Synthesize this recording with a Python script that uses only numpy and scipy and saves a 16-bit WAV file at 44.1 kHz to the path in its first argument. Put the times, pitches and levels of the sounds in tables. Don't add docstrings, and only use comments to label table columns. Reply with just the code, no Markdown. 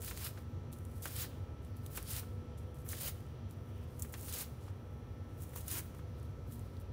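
import sys
import numpy as np
from scipy import signal
from scipy.fft import rfft, irfft
from scipy.io import wavfile
from scipy.ndimage import uniform_filter1d

SR = 44100
rng = np.random.default_rng(int(sys.argv[2]) if len(sys.argv) > 2 else 0)


def undo_db(level):
    steps = np.asarray(level, float) / 20
    return 10 ** steps


def transcribe(u):
    v = np.clip(np.atleast_2d(u).T, -1, 1)
    q = np.round(v * 32767).astype(np.int16)
    wavfile.write(sys.argv[1], SR, q)


N = 305172
T = np.arange(N) / SR

# start in seconds, length in seconds,
# crackle level in dB, change by the end in dB, ribs in dB re the crackle.
PUSHES = [
    (0.163, 0.11, -53.5, 9, -6.5),
    (1.154, 0.083, -48.5, 5, -5),
    (2.1, 0.089, -45, 1, -8),
    (3.003, 0.082, -45, 3, -8),
    (4.325, 0.099, -44, 0, -8),
    (5.699, 0.084, -40.5, 0, -11.5),
]
# start in seconds,
# length in seconds, crackle level in dB, change by the end in dB, ribs in dB re the crackle.
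BITES = [(0.0, .016, -61, 4, -10), (0.33, .09, -68, -1, -6), (0.019, 0.082, -50.5, 3.5, -10),
         (0.115, 0.064, -60, 3, -5), (1.021, 0.031, -50, 5, -11), (1.068, 0.13, -53.5, 3, -5.5),
         (1.898, 0.071, -65, 17, -10), (1.976, 0.07, -55.5, -5, -8), (2.047, .055, -59.5, 13.5, -7),
         (2.843, 0.043, -67.5, 11.5, -16), (2.888, 0.038, -49.5, 2.5, -10.5),
         (2.938, 0.071, -54, 5.5, -5.5), (3.99, .012, -51.5, -3, -20), (4.02, 0.017, -43.5, -10, -18),
         (4.122, 0.021, -53.5, -2, -18), (4.164, 0.112, -57.5, 6, -12), (4.281, 0.058, -50.5, 0, -7.5),
         (5.37, 0.067, -70, 15.5, -14), (5.458, 0.11, -65.5, 4, -15), (5.554, .06, -50.5, -4, -13),
         (5.624, 0.068, -63, 10, -12), (5.675, 0.02, -46, 0, -13)]
# centre in Hz, width in Hz, level in dB.
POCKETS = [(6750, 1100, -7), (9500, 1100, -3), (12300, 1600, -2.5), (15300, 1100, 1.5)]
# frequency in Hz, density in dB per Hz.
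LEAF_COLOUR = [(3500, -29), (5500, -4.5), (6500, -1.5), (8200, -0.5), (9600, 2), (11000, 0), (12300, 0),
               (15100, 4), (17000, -6.5)]
# frequency in Hz, density in dB per Hz.
RIB_COLOUR = [(1800, -25.5), (3000, -3.5), (3600, -2), (5200, -0.5), (7500, -24.5)]
# frequency in Hz, density in dB per Hz.
BOARD_COLOUR = [(300, -29.5), (700, -6), (1500, -2.5), (2400, -1.5), (3000, -3.5), (5000, -41)]
# start in seconds, peak in dB, colour in
# Hz.
SNAPS = [(0.0193, -33.5, 10600), (0.047, -26, 11900), (0.0846, -33, 10900), (0.175, -29, 9300),
         (0.2487, -31, 10400), (1.023, -35, 12800), (1.0562, -25, 11200), (1.1643, -28.5, 9100),
         (1.219, -30, 11600), (1.9622, -34, 13000), (1.973, -26, 10100), (2.028, -31.5, 10000),
         (2.107, -30.5, 12400), (2.134, -26, 11000), (2.8894, -27.5, 11000), (2.9746, -38, 9400),
         (3.0039, -31, 12200), (3.035, -32, 12300), (3.9964, -32, 11500), (4.0226, -22.5, 10100),
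         (4.027, -36, 10000), (4.1246, -37, 12000), (4.282, -33.5, 12600), (4.3262, -26.5, 9500),
         (4.3384, -27, 10700), (4.4126, -28, 10200), (5.5606, -29.5, 11500), (5.608, -37, 10000),
         (5.681, -23, 10600), (5.7137, -26, 11100)]
# start in seconds, peak in dB.
SPLINTERS = [(0.0256, -36), (0.089, -35), (0.1053, -42), (0.2446, -31), (1.032, -39), (1.1675, -35),
             (1.976, -28.5), (2.0779, -40), (2.157, -29), (2.1647, -26), (2.1872, -38), (2.9263, -40),
             (3.0322, -30), (3.077, -33), (3.205, -50), (3.265, -54), (4.1593, -45), (4.211, -34),
             (4.3429, -32), (4.3882, -29), (5.4068, -45), (5.5412, -44), (5.564, -40), (5.5732, -36),
             (5.5844, -38), (5.77, -32), (5.7856, -43), (6.5373, -45)]
# start in seconds, peak in dB, colour in Hz.
TICKS = [(0.3714, -58, 7380), (0.728, -38, 10200), (0.7336, -39, 13100), (0.7871, -42, 10700),
         (0.8515, -42, 9500), (0.8994, -54, 9540), (0.9398, -49, 9000), (0.9804, -47, 9500),
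         (1.6489, -47, 10300), (1.7689, -42.5, 12000), (1.863, -31.5, 10000), (2.577, -54, 8290),
         (2.7445, -51, 10300), (2.7871, -48, 9250), (2.864, -47, 10400), (3.5102, -42.5, 11200),
         (3.7791, -52, 12900), (4.14, -37, 7900), (4.2305, -37, 11200), (4.6115, -51, 8700),
         (5.4209, -37, 12600), (5.4932, -45, 11700), (5.9481, -45, 12000), (5.9868, -50, 9220),
         (6.1987, -54, 8700), (6.2297, -49, 9580), (6.5231, -41, 11200), (6.5942, -42.5, 9800),
         (6.769, -50, 5700), (6.801, -50, 11300)]
# start in seconds, peak in dB, flexing frequency in Hz.
KNOCKS = [(0.0797, -37, 2330), (0.1119, -34.5, 1740), (0.1744, -40, 2230), (0.2652, -37.5, 1890),
          (0.375, -42, 1570), (1.0561, -30, 1420), (1.167, -49, 1440), (1.2398, -41, 1590),
          (1.2464, -40, 1560), (1.976, -30.5, 1780), (2.1771, -45, 1170), (2.232, -46, 1290),
          (2.864, -49, 1400), (2.9312, -34.5, 1730), (3.0053, -54, 2090), (3.0713, -42, 1570),
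          (4.048, -44.5, 1670), (4.1393, -34.5, 1790), (4.283, -43, 1690), (4.3257, -47, 2970),
          (4.4162, -46, 1400), (4.681, -46.5, 1130), (5.5345, -47.5, 1730), (5.56, -39, 1060),
          (5.758, -49, 1190), (5.7931, -37.5, 2000), (5.947, -51, 1120), (5.9918, -46, 1200)]
# start in seconds, end in seconds, centre in Hz, rms level in dB.
GROANS = [
    (5.70, 5.82, 296, -51.5),
    (3.0, 3.1, 570, -56.5),
    (4.32, 4.44, 514, -57),
]
# start in seconds, length in seconds,
# crackle level in dB, change by the end in dB, colour in Hz.
RUSTLES = [(0.714, 0.018, -65.5, 4, 9000), (0.76, 0.31, -74.5, 9, 10100), (1.61, .045, -81, 8, 9000),
           (1.66, .09, -79, -2, 13000), (1.757, .022, -66, -2, 13500), (1.804, 0.081, -73, 6, 11000),
           (2.571, 0.014, -64.5, -0.5, 8500), (2.612, 0.14, -82, -1, 12000), (2.741, 0.029, -69, 0, 11000),
           (2.781, 0.016, -64.5, 0, 9500), (3.48, 0.036, -77, 8, 11000), (3.55, 0.29, -81.5, 8, 12000),
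           (3.868, .12, -79, 10.5, 10000), (4.055, 0.066, -63, -5, 13000), (4.6, .1, -73.5, 1, 5970),
           (4.72, 0.48, -81, -2, 13000), (5.22, 0.19, -86, 12, 10000), (5.938, .055, -72, 0, 13000),
           (6.056, 0.2, -87, 13, 11000), (6.273, .18, -85, -2, 13500), (6.46, 0.063, -77, 15, 12500),
           (6.523, 0.1, -66.5, -6, 12000), (6.627, 0.16, -75.5, -5, 11000), (6.79, .022, -68, -2, 14000)]
# frequency in Hz, density in dB per Hz.
AIR_COLOUR = [(22, -29.5), (45, -23), (90, -6.5), (150, -15.5), (200, -20.5), (500, -24), (750, -34),
              (1300, -37.5), (1600, -42), (4000, -51.5), (5800, -58), (7600, -64.5), (9600, -72),
              (15500, -66)]
# frequency in Hz, width in Hz, rms level in dB.
ROOM_MODES = [(59.5, 9.7, -57), (75.36, 5.9, -53), (96.25, 11.2, -50), (122.6, 8.9, -57), (142, 17.6, -59),
              (233.8, 13.6, -61), (289, 9, -74.5)]
# time in seconds, rumble level in dB.
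RUMBLE_SWELL = [(0, -45.5), (.7, -45.5), (1.3, -45.5), (2, -45), (2.8, -45.5), (3.6, -46), (4.4, -47.5), (5.2, -46),
                (6, -45), (6.92, -44.5)]
# frequency in Hz, rms level in dB.
MOTOR = [(412.8, -82), (495.4, -69.5), (827.0, -78)]
# multiple of the mains, rms level in dB.
BUZZ = [(12, -80), (16, -78), (20, -81), (22, -72), (30, -83), (40, -87), (48, -88), (56, -87), (98, -88)]
# frequency in Hz, rms level in dB a line.
BUZZ_COMB = [(900, -100), (2000, -91), (4000, -95), (4900, -101), (5700, -90.5), (6600, -102), (8500, -107),
             (9600, -100), (11000, -108), (12500, -103), (15000, -109)]

ATTACK_S, RELEASE_DB_PER_S = 0.002, 600
SETTLE_DB, SETTLE_DB_PER_S = -20.5, 90
PUSH_PEAK_SHARE = 0.94
BOARD_DB, BOARD_FOLLOWS_RIBS, BOARD_NEARING_DB = -10, 0.41, 3
SPLINTER_HZ = 10500
RATTLE_DB, THUD_DB = -11.5, -16.5
RUSTLE_RIBS_DB, RUSTLE_ATTACK_S, RUSTLE_RELEASE_DB_PER_S = -7.5, 0.008, 450
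ROOM_T60_S, ROOM_DB = 0.84, -15.5
AIR_DB, MAINS_HZ = -50, 59.99
TOP_HZ = 15700


def level(x, db):
    return x * undo_db(db) / np.sqrt(np.mean(x ** 2))


def colour(x, points):
    hz, db = np.transpose(points)
    f = np.maximum(np.fft.rfftfreq(4096, 1 / SR), 1)
    log_gain = np.interp(np.log(f), np.log(hz), db) * np.log(10) / 20
    cepstrum = irfft(log_gain)
    cepstrum[1:2048] *= 2
    cepstrum[2049:] = 0
    impulse = irfft(np.exp(rfft(cepstrum)))
    return signal.fftconvolve(x, impulse)[:len(x)]


def band(x, hz, width_hz):
    b, a = signal.iirpeak(min(hz, 0.45 * SR), hz / width_hz, fs=SR)
    return signal.lfilter(b, a, x)


def walk(rate):
    hold = max(int(SR / rate), 1)
    steps = rng.standard_normal(N)[np.arange(N) // hold]
    return 1.7 * uniform_filter1d(uniform_filter1d(steps, hold), hold)


def add(out, s, sound):
    i = int(s * SR)
    out[i:i + len(sound)] += sound[:N - i]


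def cracks(spread_db, flicker_db, flicker_rate):
    rank = np.minimum(rng.exponential(size=N), 5.5)
    return rng.standard_normal(N) * undo_db(spread_db * rank + flicker_db * walk(flicker_rate))


def tear(start, length, db, change_db, attack_s, release_db_per_s, peak_share=1):
    t = T[:min(int((length + 0.4) * SR), N - int(start * SR))]
    depth = np.minimum(t / length, 1)
    after = np.maximum(t - length, 0)
    opening = 1 - np.exp(-t / attack_s)
    growth = undo_db(db + change_db * np.minimum(depth / peak_share, 1))
    release = undo_db(-release_db_per_s * after) + undo_db(SETTLE_DB - SETTLE_DB_PER_S * after)
    return opening * growth * release, depth


def tearing_force():
    power = np.ones((3, N)) * undo_db([[-180], [-180 + 2 * RUSTLE_RIBS_DB], [-240]])
    strokes = ((PUSHES, PUSH_PEAK_SHARE, BOARD_NEARING_DB), (BITES, 1, 0))
    for rows, peak_share, nearing_db in strokes:
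        for start, length, db, change_db, rib_db in rows:
            leaf, depth = tear(start, length, db, change_db, ATTACK_S, RELEASE_DB_PER_S, peak_share)
            board_db = BOARD_DB + BOARD_FOLLOWS_RIBS * rib_db + nearing_db * depth
            for layer, gain in zip(power, (1, undo_db(rib_db), undo_db(board_db))):
                add(layer, start, (gain * leaf) ** 2)
    return np.sqrt(power)


def cutting(force):
    tearing = cracks(3.0, 1.46, 150.0)
    pockets = np.zeros(N)
    for hz, width_hz, db in POCKETS:
        pops = cracks(2.5, 0.8, 120.0) * undo_db(4 * walk(24.98))
        pockets += level(band(pops, hz, width_hz), db)
    leaves = level(level(colour(tearing, LEAF_COLOUR), 0) + 0.39 * pockets, -0.87)
    ribs = level(colour(0.76 * tearing + cracks(3.7, 1.15, 100.0), RIB_COLOUR), -1.5)
    board = level(colour(0.57 * tearing + cracks(3.0, 1.3, 90.0), BOARD_COLOUR), -0.25)
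    return np.sum(force * [leaves, ribs, board], axis=0)


def snaps(force):
    out, t = np.zeros(N), T[:1800]
    breaks = SNAPS + TICKS + [(s, db, SPLINTER_HZ) for s, db in SPLINTERS]
    spray = rng.standard_normal((len(breaks), len(t)))
    thickness = force[1] / force[0]
    for (s, db, hz), noise in zip(breaks, spray):
        snap = np.sign(noise) * np.exp(-t / 0.00022)
        burst = snap + noise * undo_db(-17.5) * np.exp(-t / 0.0052)
        tint = band(band(burst, hz, 0.86 * hz), hz, 0.86 * hz) + 0.3 * colour(burst, LEAF_COLOUR)
        thick = thickness[int((s + 0.003) * SR)] * colour(burst, RIB_COLOUR)
        sound = tint / np.abs(tint).max() + 1.9 * thick
        add(out, s, undo_db(db - 1.25) * sound)
    return out


def knocks():
    out, t = np.zeros(N), T[:6600]
    chance = rng.standard_normal((len(KNOCKS), 2, len(t)))
    rattle_decay = undo_db(-60 * t / 0.067) * (1 - np.exp(-t / 0.0012))
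    thud_decay = undo_db(-60 * t / 0.093) * (1 - np.exp(-t / 0.003))
    for (s, db, hz), (shake, bump) in zip(KNOCKS, chance):
        swings = t * hz / 0.41
        flex = swings * np.exp(1 - swings) * np.sin(2 * np.pi * hz * t)
        rattle = level(band(shake, 0.89 * hz, 1.0 * hz), RATTLE_DB) * rattle_decay
        thud = level(band(bump, 260.0, 330.0), THUD_DB) * thud_decay
        add(out, s, undo_db(db + 0.1) * (flex + rattle + thud))
    return out


def leaning():
    out = np.zeros(N)
    for start, end, hz, db in GROANS:
        push = np.sin(np.pi * np.clip((T - start) / (end - start), 0, 1))
        out += push * level(band(rng.standard_normal(N), hz, 0.17 * hz), db)
    return out


def rustling():
    out = np.zeros(N)
    grains = cracks(2.5, 1.6, 90.0)
    leaves = level(colour(grains, LEAF_COLOUR), 0) + level(colour(grains, RIB_COLOUR), RUSTLE_RIBS_DB)
    for start, length, db, change_db, hz in RUSTLES:
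        gain, _ = tear(start, length, db, change_db, RUSTLE_ATTACK_S, RUSTLE_RELEASE_DB_PER_S)
        piece = leaves[int(start * SR):][:len(gain)]
        add(out, start, gain * level(band(piece, hz, 0.84 * hz) + 0.35 * piece, 0))
    return out


def kitchen(x):
    t = T[:SR // 2]
    noise = rng.standard_normal(len(t))
    low = signal.lfilter([0.35], [1, -0.65], noise)
    high = noise - low
    wash = low * undo_db(-60 * t / ROOM_T60_S) + high * undo_db(-60 * t / (0.23 * ROOM_T60_S))
    wash *= 1 - np.exp(-t / 0.0013)
    wash *= undo_db(ROOM_DB) / np.sqrt(np.sum(wash ** 2))
    return x + signal.fftconvolve(x, wash)[:N]


def rumble():
    air = level(colour(rng.standard_normal(N), AIR_COLOUR), AIR_DB)
    for hz in 3200 * 1.25 ** np.arange(8):
        air = air + band(air, hz, 0.23 * hz) * (undo_db(1.8 * walk(7.0)) - 1)
    modes = []
    for hz, width_hz, db in ROOM_MODES:
        mode = band(band(rng.standard_normal(N), hz, width_hz), hz, width_hz)
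        modes.append(level(mode, db))
    bass = sum(modes[:5]) * undo_db(0.74 * walk(16.0))
    own_swell = np.sqrt(uniform_filter1d(bass ** 2, int(0.3 * SR)) / np.mean(bass ** 2))
    s, db = np.transpose(RUMBLE_SWELL)
    slow_swell = undo_db(np.interp(T, s, db - db.mean()))
    return air + bass / own_swell * slow_swell + sum(modes[5:])


def tone(hz, db, waver_db):
    phase = 2 * np.pi * (hz * T + rng.random())
    return np.sqrt(2) * undo_db(db + waver_db * walk(5.0)) * np.sin(phase)


def fridge():
    whine = sum(tone(hz, db, 2.2) for hz, db in MOTOR)
    buzz = sum(tone(k * MAINS_HZ, db, 1.0) for k, db in BUZZ)
    hz, db = np.transpose(BUZZ_COMB)
    comb = np.zeros(N // 2 + 1, complex)
    for k in set(range(14, 250)) - set(dict(BUZZ)):
        odd_db = -4.2 * (k % 2)
        line_db = np.interp(k * MAINS_HZ, hz, db) + 2.6 * rng.standard_normal() + odd_db
        turn = np.exp(2j * np.pi * rng.random())
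        comb[round(k * MAINS_HZ * N / SR)] = undo_db(line_db) * N / np.sqrt(2) * turn
    return whine + buzz + irfft(comb, N)


def scene():
    force = tearing_force()
    worktop = cutting(force) + snaps(force) + knocks() + leaning() + rustling()
    mono = kitchen(worktop) + rumble() + fridge()
    return np.array([mono, mono])


def low_pass(x):
    return signal.sosfilt(signal.butter(12, 16840, fs=SR, output="sos"), x)


def record(dry):
    top = signal.ellip(10, 0.2, 60, TOP_HZ, fs=SR, output="sos")
    return low_pass(signal.sosfilt(top, dry))


dry = scene()
out = record(dry)
transcribe(out)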